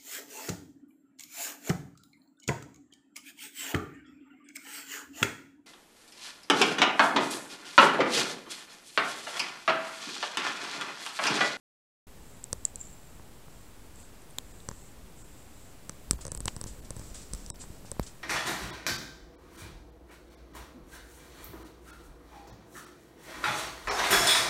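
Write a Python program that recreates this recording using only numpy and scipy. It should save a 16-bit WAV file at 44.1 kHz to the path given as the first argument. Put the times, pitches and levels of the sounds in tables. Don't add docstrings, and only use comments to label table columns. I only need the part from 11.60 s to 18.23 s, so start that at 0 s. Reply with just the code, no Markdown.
import sys
import numpy as np
from scipy import signal
from scipy.fft import rfft, irfft, next_fast_len
from scipy.io import wavfile
from scipy.ndimage import uniform_filter1d

SR = 44100
rng = np.random.default_rng(int(sys.argv[2]) if len(sys.argv) > 2 else 0)


def level_to_linear(level):
    exponent = np.asarray(level, float) / 20
    return 10 ** exponent


def generate_wav(signal):
    frames = np.transpose(np.atleast_2d(signal))
    scaled = np.clip(frames, -1, 1) * 32767
    pcm = np.round(scaled).astype(np.int16)
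    wavfile.write(sys.argv[1], SR, pcm)


N = 292383
ONSET_SHIFT_S = 0.000908

# f/Hz, density/dB
HISS_SPECTRUM = [(20, -10.5), (100, -2.5), (250, -8.5), (600, -13), (2500, -22), (5000, -25.5), (9000, -26),
                 (17000, -31)]


def evened(x):
    return x / np.sqrt(np.mean(x ** 2) + 1e-20)


def read(points, hz):
    f, value = np.transpose(points)
    return np.interp(np.log(hz + 1), np.log(f + 1), value)


def curve(rows, column):
    return np.interp(np.arange(N) / SR, [r[0] for r in rows], [r[column] for r in rows])


def noise(points):
    size = next_fast_len(N)
    spectrum = rfft(rng.standard_normal(size))
    shape = level_to_linear(read(points, np.fft.rfftfreq(size, 1 / SR)))
    return evened(irfft(spectrum * shape, size)[:N])


def mode(hz, t60, rise=0., turn=0.):
    t60 = max(t60, .001)
    t = np.arange(int(t60 * SR) + 40) / SR
    attack = 1 - np.exp(-t / (rise + 1e-6))
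    return np.sin(2 * np.pi * (hz * t + turn)) * level_to_linear(-60 * t / t60) * attack


def add(mix, s, sound):
    part = mix[round(s * SR):][:len(sound)]
    part += sound[:len(part)]


def hiss():
    return noise(HISS_SPECTRUM) * level_to_linear(-54.5)


def swaying(effort_db):
    # t/s, peak level/dB, t60/s
    jolts = [
        (.92, -42.5, 0.32),
        (3.1, -48.5, 0.46),
        (4.52, -36, 0.37),
        (4.77, -40.5, 0.49),
        (5.03, -41.5, 0.85),
        (5.37, -41.5, 1.1),
        (5.75, -39.5, 0.34),
        (6.41, -38.5, 0.25),
    ]
    sway_db, sway_per_effort, rise_db_per_s = -55.5, 0.9, 600
    t = np.arange(N) / SR
    power = level_to_linear(sway_db + sway_per_effort * effort_db) ** 2
    for s, db, t60 in jolts:
        swell_db = np.minimum(rise_db_per_s * (t - s), -60 * (t - s) / t60)
        power = power + level_to_linear(db + swell_db) ** 2
    return np.sqrt(power)


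def hand():
    # t/s, effort level/dB
    grip = [
        (0.47, -0.5),
        (0.8, 0),
        (1.2, 1),
        (2.0, -1.5),
        (4.2, -1),
        (4.6, 4.5),
        (5.4, 5.5),
        (6.2, 4),
        (6.6, -1.5),
    ]
    # f/Hz, density/dB
    sway_spectrum = [(12, -14), (25, 8), (60, 7.5), (100, -7.5), (200, -37.5)]
    # f/Hz, density/dB
    rumble_spectrum = [(50, -18), (90, -1.5), (250, -3), (600, -15), (1500, -32.5)]
    # t/s, peak level/dB, f/Hz, t60/s, direction
    swings = [
        (4.5103, -22, 235, .018, 1),
        (4.541, -25, 45, .1, 1),
        (5.7355, -29, 45, .09, 1),
        (2.7855, -26, 2100, .0015, 1),
        (4.8812, -20, 2100, .004, 1),
        (4.881, -15, 4300, .0016, 1),
        (6.3961, -7, 620, .003, -1),
    ]
    effort_db = curve(grip, column=1)
    out = noise(sway_spectrum) * swaying(effort_db) + noise(rumble_spectrum) * level_to_linear(-59.5 + effort_db)
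    for s, db, hz, t60, way in swings:
        add(out, s, way * level_to_linear(db) * mode(hz, t60, rise=0.1 / hz))
    return out


def stirring():
    # middle t/s, length/s, level/dB, duller part re rustle/dB
    stirs = [(.72, .3, -64, -10), (1.0, .15, -66, -8), (1.248, .25, -60, -4), (1.5, .3, -70, -8),
             (1.98, 0.21, -65.5, -10), (2.416, 0.18, -60.5, -4), (2.95, 0.48, -64.5, -5),
             (3.21, .3, -60.5, -8), (3.61, 0.13, -58.5, -10), (3.78, 0.38, -64.5, -6),
             (4.028, 0.29, -64, -4), (4.35, .35, -70, -8), (4.722, 0.34, -66, -4), (4.95, 0.29, -64, -10),
             (5.17, 0.38, -68, -5.5), (5.457, 0.29, -60.5, 3.5), (5.814, 0.31, -66, 8.5),
             (6.13, 0.24, -71, 7)]
    strong = np.full(N, level_to_linear(-71) ** 2)
    wide = strong * level_to_linear(-7) ** 2
    for middle, length, db, dull_db in stirs:
        power = level_to_linear(db) ** 2 * np.hanning(int(length * SR))
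        add(strong, middle - length / 2, power)
        add(wide, middle - length / 2, power * level_to_linear(dull_db) ** 2)
    return strong, wide


def cloth():
    # f/Hz, density/dB
    cloth_spectrum = [(1200, 5.5), (2500, 4.5), (4000, 8), (6000, 13.5), (10000, 7.5), (12000, -54),
                      (16000, -27)]
    # f/Hz, width/Hz
    port = (7780, 1800)
    # t/s, level/dB, rise/s, t60/s, duller part re scuff/dB
    scuffs = [(1.054, -50, .003, 0.19, -7), (4.512, -48, .003, 0.09, -10), (4.608, -48.5, 0.0033, 0.13, 3),
              (4.881, -61, 0.0017, 0.21, 11), (5.063, -50, 0.008, 0.26, 2), (5.245, -59, .004, 0.12, 5),
              (5.542, -53.5, 0.004, 0.58, 6.5), (5.614, -57, 0.0039, 0.15, 6),
              (5.773, -63, 0.0029, 0.038, 11.5), (5.988, -47.5, 0.027, 0.16, 1.5),
              (6.252, -65.5, 0.0037, 0.34, 11.5), (6.426, -53.5, 0.0032, 0.12, 7.5),
              (6.461, -56.5, 0.0064, 0.17, 10.5)]
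    grain = level_to_linear(1.2 * evened(uniform_filter1d(rng.standard_normal(N), size=60)))
    rub = noise(cloth_spectrum) * grain
    b, a = signal.butter(1, [port[0] - port[1] / 2, port[0] + port[1] / 2], "band", fs=SR)
    bright = evened(signal.lfilter(b, a, signal.lfilter(b, a, rub)))
    dull = evened(rub)
    strong, wide = stirring()
    t = np.arange(SR // 4) / SR
    for s, db, rise, t60, dull_db in scuffs:
        decay = level_to_linear(db - 60 * np.maximum(t - rise, 0) / t60)
        power = (decay * np.minimum(t / rise, 1)) ** 2
        add(strong, s, power)
        add(wide, s, power * level_to_linear(dull_db) ** 2)
    return bright * np.sqrt(strong) + dull * np.sqrt(wide)


def cracks():
    # t/s, peak level/dB, port ring f/Hz, lower click re
    # peak/dB, lower click f/Hz
    singles = [(0.84, -21, 7750, -50, 6500), (0.9287, -10, 7920, -18, 6340), (1.0509, -26, 7600, -15, 5250),
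               (2.3575, -42, 8200, -30, 6000), (2.6195, -41, 8400, -28, 6500),
               (1.1573, -20, 7800, -52, 6500), (2.4003, -38, 8540, -30, 2620), (2.702, -42, 9240, -28, 3830),
               (2.708, -40, 8900, -31, 2580), (3.0026, -39.5, 7900, -7, 3720),
               (3.08735, -21, 7550, -17, 6140), (3.088, -23.5, 7600, -8, 5950),
               (3.1125, -34.5, 7420, -10, 6220), (4.2939, -20, 7730, -16.5, 6200),
               (4.29456, -30, 7500, -18, 6000), (4.3191, -44, 8000, -8, 5840),
               (4.5091, -3.5, 7940, -24, 5800), (4.5318, -28, 7740, -23, 4580),
               (4.8801, -14, 7640, -15.5, 2920), (4.8847, -32, 7790, -6, 2600),
               (5.748, -30, 7820, -24, 5270), (5.862, -27.5, 7300, -12, 5750), (5.9578, -38, 7200, -5, 5650)]
    # t/s, peak level/dB, lower click re peak/dB, lower click f/Hz
    creeps = [(4.6511, -23.5, -13, 6240), (4.6662, -24, -20, 6400), (4.6792, -27, -17, 6440),
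              (4.7176, -17.5, -25, 6500), (4.7483, -20.5, -34, 4940), (4.7743, -26.5, -26, 5330),
              (4.804, -22.5, -32, 5170), (4.8556, -15.5, -23, 6560), (4.877, -22, -18, 6000),
              (4.9637, -25.5, -20.5, 5600), (5.0125, -22, -22, 5550), (5.0393, -23, -13, 6150),
              (5.3054, -22.5, -21, 6500), (5.3649, -31, -26, 6350), (5.394, -31.5, -17, 6000),
              (5.7344, -18, -19.5, 6100), (5.901, -18.5, -19.5, 6200), (6.315, -18.5, -30, 6500)]
    seam_hz = 8050
    ring_s, ring_s_per_db, ring_max_s = .0022, .00004, .005
    ring_slope = 4
    out = np.zeros(N)
    t = np.arange(1500) / SR
    slips = singles + [(s, db, seam_hz, low_db, low_hz) for s, db, low_db, low_hz in creeps]
    room_band = signal.butter(1, [5000, 11500], "band", fs=SR)
    tails = signal.lfilter(*room_band, rng.standard_normal((len(slips), 1500)))
    for (s, db, hz, low_db, low_hz), delay, tail in zip(slips, rng.random(len(slips)), tails):
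        t60 = min((ring_s - ring_s_per_db * db) * (seam_hz / hz) ** ring_slope, ring_max_s)
        one = level_to_linear(-23.5 - 60 * t / 0.018) * tail
        add(one, 0, -mode(hz, t60, rise=.00008))
        add(one, 0, -level_to_linear(low_db + 18.5) * mode(low_hz, 13 / low_hz, rise=.00008))
        add(one, 0, level_to_linear(-12) * mode(10000, .0011, rise=.00008))
        add(one, 0, -level_to_linear(-21) * mode(12500, .0018, rise=.00008))
        add(one, 0.00041 + 0.00063 * delay, 0.09 * one.copy())
        add(out, s + ONSET_SHIFT_S, level_to_linear(db) * one / abs(one).max())
    out = signal.lfilter(*signal.butter(1, 1800, "high", fs=SR), out)
    return signal.lfilter(*signal.butter(2, 13500, fs=SR), out)


def knocks():
    # t/s, thud peak level/dB, panel re thud/dB, shell re thud/dB
    presses = [(0.93, -30.5, 15, 3.5), (1.5969, -40, 2, -1.5), (1.8824, -38.5, 4, -3.5),
               (2.7841, -40, -8, 8), (3.0881, -29.5, 8.5, 2), (3.1135, -34.8, 7, 1),
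               (4.6532, -33, 13, -1.5), (4.6677, -35, 11.5, -5), (4.6808, -35, 12, -4),
               (4.7195, -32.5, 10, -3.5), (4.7502, -34, 1, -4.5), (4.7754, -39, 7, -6),
               (4.8053, -31, 4, -8.5), (4.857, -26, 0, -8), (4.8781, -28, 2, -6), (4.881, -35.5, 10, 13.5),
               (4.9654, -30, -20, -7), (5.014, -32, 6, -3), (5.0411, -31.5, -5, -4.5),
               (5.0616, -32.5, 1, -11), (5.3065, -31, 10.5, -6), (5.366, -31.5, 2, -10),
               (5.3963, -35, 6, -10.5), (5.4146, -35, -5, -7), (5.904, -33.5, -16, -1),
               (6.103, -37, -13, -11), (6.3177, -35, 17, -0.5)]
    # t/s, thud peak level/dB, panel re thud/dB, shell re thud/dB, shell f/Hz
    releases = [
        (4.2954, -38, 8, 4, 1230),
        (4.51, -29, 0, 4.5, 1240),
        (4.532, -33, 2, -12, 942),
        (4.59, -43.5, -8, 1.5, 930),
        (5.7344, -32.5, -1, -8, 1120),
        (5.7483, -48, 7, 2, 1130),
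        (6.039, -44.5, 8, 1, 935),
        (6.2485, -43, 4, -3, 776),
        (6.367, -47, 1.2, 3, 813),
        (6.3958, -21.5, -20, -9.5, 870),
    ]
    # f/Hz, t60/s
    panel = (542, 0.015)
    press_thud_hz, press_shell_hz, release_thud_hz = 106, 986, 147
    out = np.zeros(N)
    pressed = [(*row, press_shell_hz) for row in presses]
    for way, hz, rows in ((-0.66, press_thud_hz, pressed), (1, release_thud_hz, releases)):
        for s, db, panel_db, shell_db, shell_hz in rows:
            add(out, s, way * level_to_linear(db + 8.5) * mode(hz, 2.47 / hz, rise=0.00042))
            add(out, s, -way * level_to_linear(db + panel_db - 5) * mode(*panel, rise=0.00072))
            add(out, s, -way * level_to_linear(db + shell_db + 6.0) * mode(shell_hz, 8 / shell_hz, rise=0.00024))
            add(out, s, way * level_to_linear(db + shell_db - 3.0) * mode(1.85 * shell_hz, 6 / shell_hz, rise=.0001))
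    return out


def bell():
    # t/s, level/dB, f/Hz, t60/s
    clink = (1.0522, -4.5, 7560, .0052)
    # t/s, peak level/dB, f/Hz
    tinkles = [(1.1914, -48, 7350), (1.2022, -35, 7350), (1.2106, -28, 7310), (1.2384, -46, 7240),
               (1.2506, -40, 7300), (1.2684, -41, 7250), (1.3004, -53, 7250), (1.3269, -44, 7500),
               (1.334, -47, 7360), (1.3763, -49, 7500), (1.4701, -52, 7280), (1.4436, -54, 7450),
               (1.5474, -53, 7710)]
    # f ratio, level/dB, share of the t60
    overtones = [(1.08, -7, .45)]
    t60 = .026
    out = np.zeros(N)
    add(out, clink[0], level_to_linear(clink[1]) * mode(*clink[2:], rise=0.00012))
    for s, db, hz in tinkles:
        add(out, s + ONSET_SHIFT_S, level_to_linear(db + 1.5) * mode(hz, t60, rise=.0008))
        for ratio, over_db, share in overtones:
            over = mode(hz * ratio, t60 * share, rise=.0006)
            add(out, s + ONSET_SHIFT_S, level_to_linear(db + over_db) * over)
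    return out


def rattle():
    # t/s, level/dB, t60/s, touches per s
    rolling = (1.19, -51, 1, 500)
    s, db, t60, per_s = rolling
    t = np.arange(N) / SR - s
    touches = (rng.random(N) < per_s / SR) * rng.standard_normal(N)
    touches = touches * (t > 0) * level_to_linear(db - 60 * np.maximum(t, 0) / t60)
    rings = (mode(7380, 0.017, rise=.0003), .6 * mode(7900, .012, rise=.0002))
    return sum(signal.oaconvolve(touches, ring)[:N] for ring in rings)


def chatters():
    # t/s, peak level/dB, slips per s, slips, ring f/Hz
    runs = [
        (2.78485, -15, 3680, 5, 7000),
        (6.3969, -15, 5000, 2, 9000),
    ]
    out = np.zeros(N)
    chances = rng.uniform(-0.74, 1, (len(runs), 5, 2))
    for (s, db, per_s, count, hz), chance in zip(runs, chances):
        for k, swell in enumerate(signal.windows.tukey(count + 2, .6)[1:-1]):
            at = s + (k + .22 * chance[k, 0]) / per_s
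            size = swell * level_to_linear(db + 7 * chance[k, 1] - 2)
            add(out, at, level_to_linear(-3) * size * mode(hz, 0.0015, rise=.00005))
            add(out, at, level_to_linear(1.5) * size * mode(4200, .0008, rise=.00005))
            add(out, at, level_to_linear(-9) * size * mode(11800, .0008, rise=.00003))
    return out


def scene():
    casing = cracks() + chatters() + knocks() + hand()
    return (casing + bell() + cloth() + hiss() + rattle())[None]


def starve(x):
    # t/s, length/s, depth/dB, lowest f/Hz, share of bands kept
    starved = [(2.433, .012, -14, 1500, .3), (2.925, .011, -14, 900, .25), (3.224, .011, -15, 800, .3),
               (3.629, .011, -11, 1700, .1), (4.566, .012, -20, 2000, .3), (4.672, .04, -30, 11800, 0),
               (4.699, .013, -30, 1150, .2), (4.783, .013, -30, 1250, .15), (5.207, .012, -14, 1200, .15),
               (5.906, .034, -60, 1100, .06), (5.996, .011, -14, 1800, .4)]
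    hz, t, z = signal.stft(x, SR, nperseg=1024, noverlap=768)
    draws = rng.random((len(hz) // 3 + 1, len(t) // 6 + 1))
    draws = np.repeat(np.repeat(draws, 3, axis=0), 6, axis=1)[:len(hz), :len(t)]
    treble = abs(z[hz > 11500])
    calm = treble.mean(axis=0) < 2 * np.median(treble)
    dropped = draws < .35 * np.clip((hz[:, None] - 11500) / 4000, 0, 1)
    z = z * level_to_linear(-30 * calm * dropped + 1.2 * (hz[:, None] > 12500))
    x = signal.istft(z, SR, nperseg=1024, noverlap=768)[1]

    hz, t, z = signal.stft(x, SR, nperseg=256, noverlap=192)
    for s, length, depth_db, low_hz, share in starved:
        inside = np.clip(np.minimum(t - s, s + length - t) / .004 + .5, 0, 1)
        standing = abs(z) @ (inside == 1) / level_to_linear(read(HISS_SPECTRUM, hz))
        above = hz > low_hz
        peaks = (standing > np.roll(standing, 1)) & (standing > np.roll(standing, -1)) & above
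        lost = above & ~(peaks & (standing > np.quantile(standing[peaks], 1 - 2 * share)))
        z = z * level_to_linear((depth_db * lost + 6 * (~lost & above))[:, None] * inside)
    return signal.istft(z, SR, nperseg=256, noverlap=192)[1][:N]


def roll_off(x):
    return signal.sosfilt(signal.butter(12, 16970, fs=SR, output="sos"), x)


def record(dry):
    edge_hz, start_s, converter_offset = 15780, 0.468, -0.0026
    x = starve(dry[0])
    low = signal.oaconvolve(x, signal.firwin(511, edge_hz, window=("kaiser", 9), fs=SR), "same")
    top = signal.oaconvolve(x - low, signal.firwin(255, 16800, window=("kaiser", 9), fs=SR), "same")
    jumps = abs(np.diff(x, prepend=0)) > level_to_linear(-27)
    sharp = uniform_filter1d(1. * jumps, size=300) > 1e-4
    x = low + top * uniform_filter1d(1. * sharp, size=200) + converter_offset
    x *= np.clip((np.arange(N) / SR - start_s) / 0.0028, 0, 1)
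    return roll_off(x[None])


dry = scene()
out = record(dry)
generate_wav(out)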